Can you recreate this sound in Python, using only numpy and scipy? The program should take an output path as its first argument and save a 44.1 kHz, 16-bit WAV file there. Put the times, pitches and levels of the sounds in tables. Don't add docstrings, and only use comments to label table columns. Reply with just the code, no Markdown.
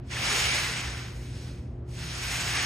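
import sys
import numpy as np
from scipy import signal
from scipy.fft import rfft, irfft
from scipy.io import wavfile
from scipy.ndimage import uniform_filter1d

SR = 44100
rng = np.random.default_rng(int(sys.argv[2]) if len(sys.argv) > 2 else 0)


def elevation(decibels):
    levels = np.asarray(decibels, float)
    return 10 ** (levels / 20)


def master_out(mix):
    frames = np.transpose(np.atleast_2d(mix))
    ceiling = np.clip(frames, -1, 1)
    pcm = np.round(ceiling * 32767).astype(np.int16)
    wavfile.write(sys.argv[1], SR, pcm)


N = 116865
T = np.arange(N) / SR
F = np.fft.rfftfreq(N, 1 / SR) + 1e-3


def set_rms(x, db):
    return x * elevation(db) / np.sqrt(np.mean(x ** 2))


def curve(table):
    hz, value = np.array(table).T
    return np.interp(np.log(F), np.log(hz), value)


def shape(x, gain):
    return irfft(rfft(x) * gain, N)


def walk(rate):
    hold = int(SR / rate)
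    steps = np.repeat(rng.standard_normal(400)[:N // hold + 1], hold)
    return 1.4 * uniform_filter1d(uniform_filter1d(steps, hold), hold)[:N]


def move_bands(x, centres, db_of):
    position = np.interp(np.log(F), np.log(centres), np.arange(len(centres)))
    out = 0
    for k, hz in enumerate(centres):
        band = shape(x, np.clip(1 - abs(position - k), 0, 1))
        out = out + elevation(db_of(hz)) * band
    return out


# frequency in Hz, level in dB, wobble in dB.
HUM_LINES = [(121.5, -41.5, 0.4), (239, -59.5, 3.5), (356.5, -55, 0.5), (275.2, -59.5, 4), (158, -53, 4),
             (71, -51.5, 5)]


def hum():
    out = 0
    for hz, db, wobble_db in HUM_LINES:
        gain = np.sqrt(2) * elevation(db + wobble_db * walk(12.4))
        drifting_hz = hz * (1 + .004 * walk(9.8))
        out = out + gain * np.sin(2 * np.pi * np.cumsum(drifting_hz) / SR)
    return out


# frequency in Hz, level in dB per Hz.
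AIR_SPECTRUM = [(22, -49), (36, -21), (56, 1), (150, -8.5), (375, -19), (730, -29.5), (1420, -41),
                (5500, -63.5), (9000, -85.5)]


def air():
    noise = set_rms(shape(rng.standard_normal(N), elevation(curve(AIR_SPECTRUM))), -40)
    flicker_db = 2.05
    return move_bands(noise, 30 * 2 ** np.arange(0, 9.), lambda hz: flicker_db * walk(2.7))


def decay(t60):
    return rng.standard_normal(N) * elevation(-60 * T / t60) * (T > .008)


def room(x):
    places = 4
    low_pass = 1 / (1 + (F / 2500) ** 4)
    position = np.linspace(0, places - 1, N)
    out = 0
    for place in range(places):
        echo = shape(decay(1.03), low_pass) + shape(decay(.55), 1 - low_pass)
        echo = echo / np.sqrt(np.sum(echo ** 2))
        near = np.sqrt(np.clip(1 - abs(position - place), 0, 1))
        out = out + signal.fftconvolve(x * near, echo[:N // 2])[:N]
    return out


def in_room(x):
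    wet = elevation(-8)
    return (x + wet * room(x)) / np.sqrt(1 + wet ** 2)


# time in seconds, level in dB, pitch in Hz.
GROUT_LINES = [
    (.11, -75, 495),
    (0.332, -41, 412.4),
    (.37, -40, 470),
    (.55, -47, 580),
    (.71, -43.5, 480),
    (2.12, -48.5, 410),
    (2.45, -43, 700),
]


def joints():
    noise = rng.standard_normal(N)
    out = 0
    for start, db, hz in GROUT_LINES:
        resonance = 1 / (1 + ((F - hz) / (0.027 * hz)) ** 2)
        out = out + set_rms(shape(noise, resonance), db) * np.exp(-((T - start) / 0.02) ** 2)
    return out


# time in seconds, scrape level in dB, brightness in dB per octave,
# pad ring in dB, pad ring pitch in Hz.
STROKES = [(0, -66.5, -14.5, 1, 2000), (.07, -63.5, 2, .1, 2200), (.098, -50.5, .1, 2, 2200),
           (0.113, -38.5, -0.2, 3.5, 2350), (.2, -34, -0.7, 3.5, 2400), (0.258, -28.5, 0.04, 2.3, 2180),
           (.44, -27.5, 0.64, 3, 2600), (.6, -31, 0.46, 5, 1900), (1.04, -44, -0.8, -0.1, 2220),
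           (1.15, -57, 2.7, 5, 2200), (1.45, -51, 0.9, -1.5, 2200), (1.6, -64.5, 1.5, 6, 2200),
           (1.84, -87.5, -1, -2.5, 2200), (1.89, -64.5, 5, 4, 2200), (1.99, -44.5, 0.7, -1, 2400),
           (2.33, -33.5, 0.44, 2.7, 2100), (2.44, -34, 0.34, 0.8, 2200), (2.6, -31, 0.4, 4.5, 1670)]
# frequency in Hz, level in dB per Hz.
SCRAPE_SPECTRUM = [(150, -36), (300, -12.5), (1200, -4.5), (1520, -2), (2900, -3), (4400, -6.5),
                   (9500, -15), (15500, -28)]
# frequency in Hz, width in Hz, height in dB.
RINGS = [(2400, 1400, 2), (1700, 250, 0), (2820, 120, -1), (5300, 870, 5), (6510, 720, 3.5),
         (750, 150, 2.5)]


def scrape():
    grit_per_s, grit_spread_db = 5000, 1.5
    judder_db, chatter_db, patch_db = .4, .8, .6
    chance = rng.random((3, N))
    hit = chance[0] < grit_per_s / SR
    grit = hit * np.sign(chance[1] - .5) * elevation(-grit_spread_db * np.log(chance[2] + 1e-9))
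    rub = rng.standard_normal(N) + set_rms(grit, -6)

    colour_db = curve(SCRAPE_SPECTRUM)
    for hz, width, db in list(RINGS) + [(6912, 50, 9)]:
        colour_db = colour_db + db / (1 + (2 * (F - hz) / width) ** 2)
    body = set_rms(shape(rub, elevation(colour_db)), 0.37)

    times, *columns = np.array(STROKES).T
    stroke_db, tilt, ring_db, ring_hz = [np.interp(T, times, column) for column in columns]
    unsteady_db = judder_db * walk(8.21) + chatter_db * walk(59.76)

    def band_db(hz):
        ring = ring_db * np.exp(-(np.log2(hz / ring_hz) / 0.32) ** 2)
        return tilt * np.log2(hz / 2500) + patch_db * walk(13) + ring

    body = move_bands(body, 250 * 2 ** np.arange(0, 6.1, .4), band_db)
    return body * elevation(stroke_db + unsteady_db)


# frequency in Hz, side level in dB relative to the mid.
WIDTH = [(60, -59), (120, -42.5), (200, -26), (380, -8.5), (700, -5), (1500, -7.5), (3000, -3.5),
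         (6000, -6)]
# frequency in Hz, lead of the left port in radians.
PORT_LEAD = [(300, -.05), (900, -.4), (1600, -.1), (2600, .55), (3400, .55), (5000, .35), (6100, .7)]


def scene():
    pads = scrape() + joints()
    mid = in_room(pads)
    right_share = .04
    lagged = shape(mid, 1j * np.tan(curve(PORT_LEAD) / 2) - right_share * (F > 350))
    wet = elevation(-8)
    reflections = (scrape() + wet * room(pads)) / np.sqrt(1 + wet ** 2)
    side = lagged + shape(reflections + air(), elevation(curve(WIDTH)))
    mid = mid + air() + hum()
    return np.array([mid + side, mid - side])


def roll_off(x):
    return signal.sosfilt(signal.butter(12, 15710, fs=SR, output="sos"), x)


REGION_EDGES = [6300, 7030, 7500, 7850, 8250, 9600, 9790, 10300, 11000, 11350, 11700, 12050, 12750, 13050,
                13850, 14300, 15150, 15720]
# mid in dB, side in dB.
REGION_LEVELS = [(1.15, -3), (-1, -3), (3, -3), (4.7, -3), (2.1, 2), (-1, 6), (-21, -12), (1.4, -2),
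                 (-2, 6), (-1, 4), (6, -6), (-1.5, -11), (-4, -15), (5, 2.5), (-5, -11), (1.5, -3),
                 (-9, -4.5)]
REGION_KEPT = [(1, 0), (.25, 0), (.45, 0), (.98, 0), (.98, .07), (.5, .9), (.2, .06), (.8, .06), (.7, .45),
               (.55, .2), (.7, .4), (.85, .08), (.04, .3), (.13, .8), (.03, .3), (.75, .2), (.16, .04)]


def record(dry):
    frame, strip_hz, hold_frames = 1024, 520, 3
    mid, side = (dry[0] + dry[1]) / 2, (dry[0] - dry[1]) / 2
    frames = dict(fs=SR, nperseg=2 * frame, noverlap=frame, window="cosine")
    hz, _, spec = signal.stft(np.array([mid, side, np.roll(mid, -300)]), **frames)
    region = np.searchsorted(REGION_EDGES, hz) - 1
    silent = (-99, -99, -1, -1)
    rows = np.vstack([np.hstack([REGION_LEVELS, REGION_KEPT]), silent])[region]
    start = np.array(REGION_EDGES)[region]
    strip = region * 4 + ((hz - start) // strip_hz).astype(int)

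    luck = rng.standard_normal((2, 80, spec.shape[2]))
    luck = uniform_filter1d(luck, size=hold_frames, axis=2) * np.sqrt(hold_frames)
    draw = 1 / (1 + np.exp(-1.7 * luck[:, strip % 80]))
    gain, share = elevation(rows[:, :2].T)[:, :, None], rows[:, 2:].T[:, :, None]
    kept = np.clip((share - draw) * 60 + .5, 0, 1) ** 3 * gain

    below = (region < 0)[:, None]
    spec = np.where(below, spec[:2], kept * spec[::2])
    mid, side = signal.istft(spec, **frames)[1][:, :N]
    return roll_off(np.array([mid + side, mid - side]))


dry = scene()
out = record(dry)
master_out(out)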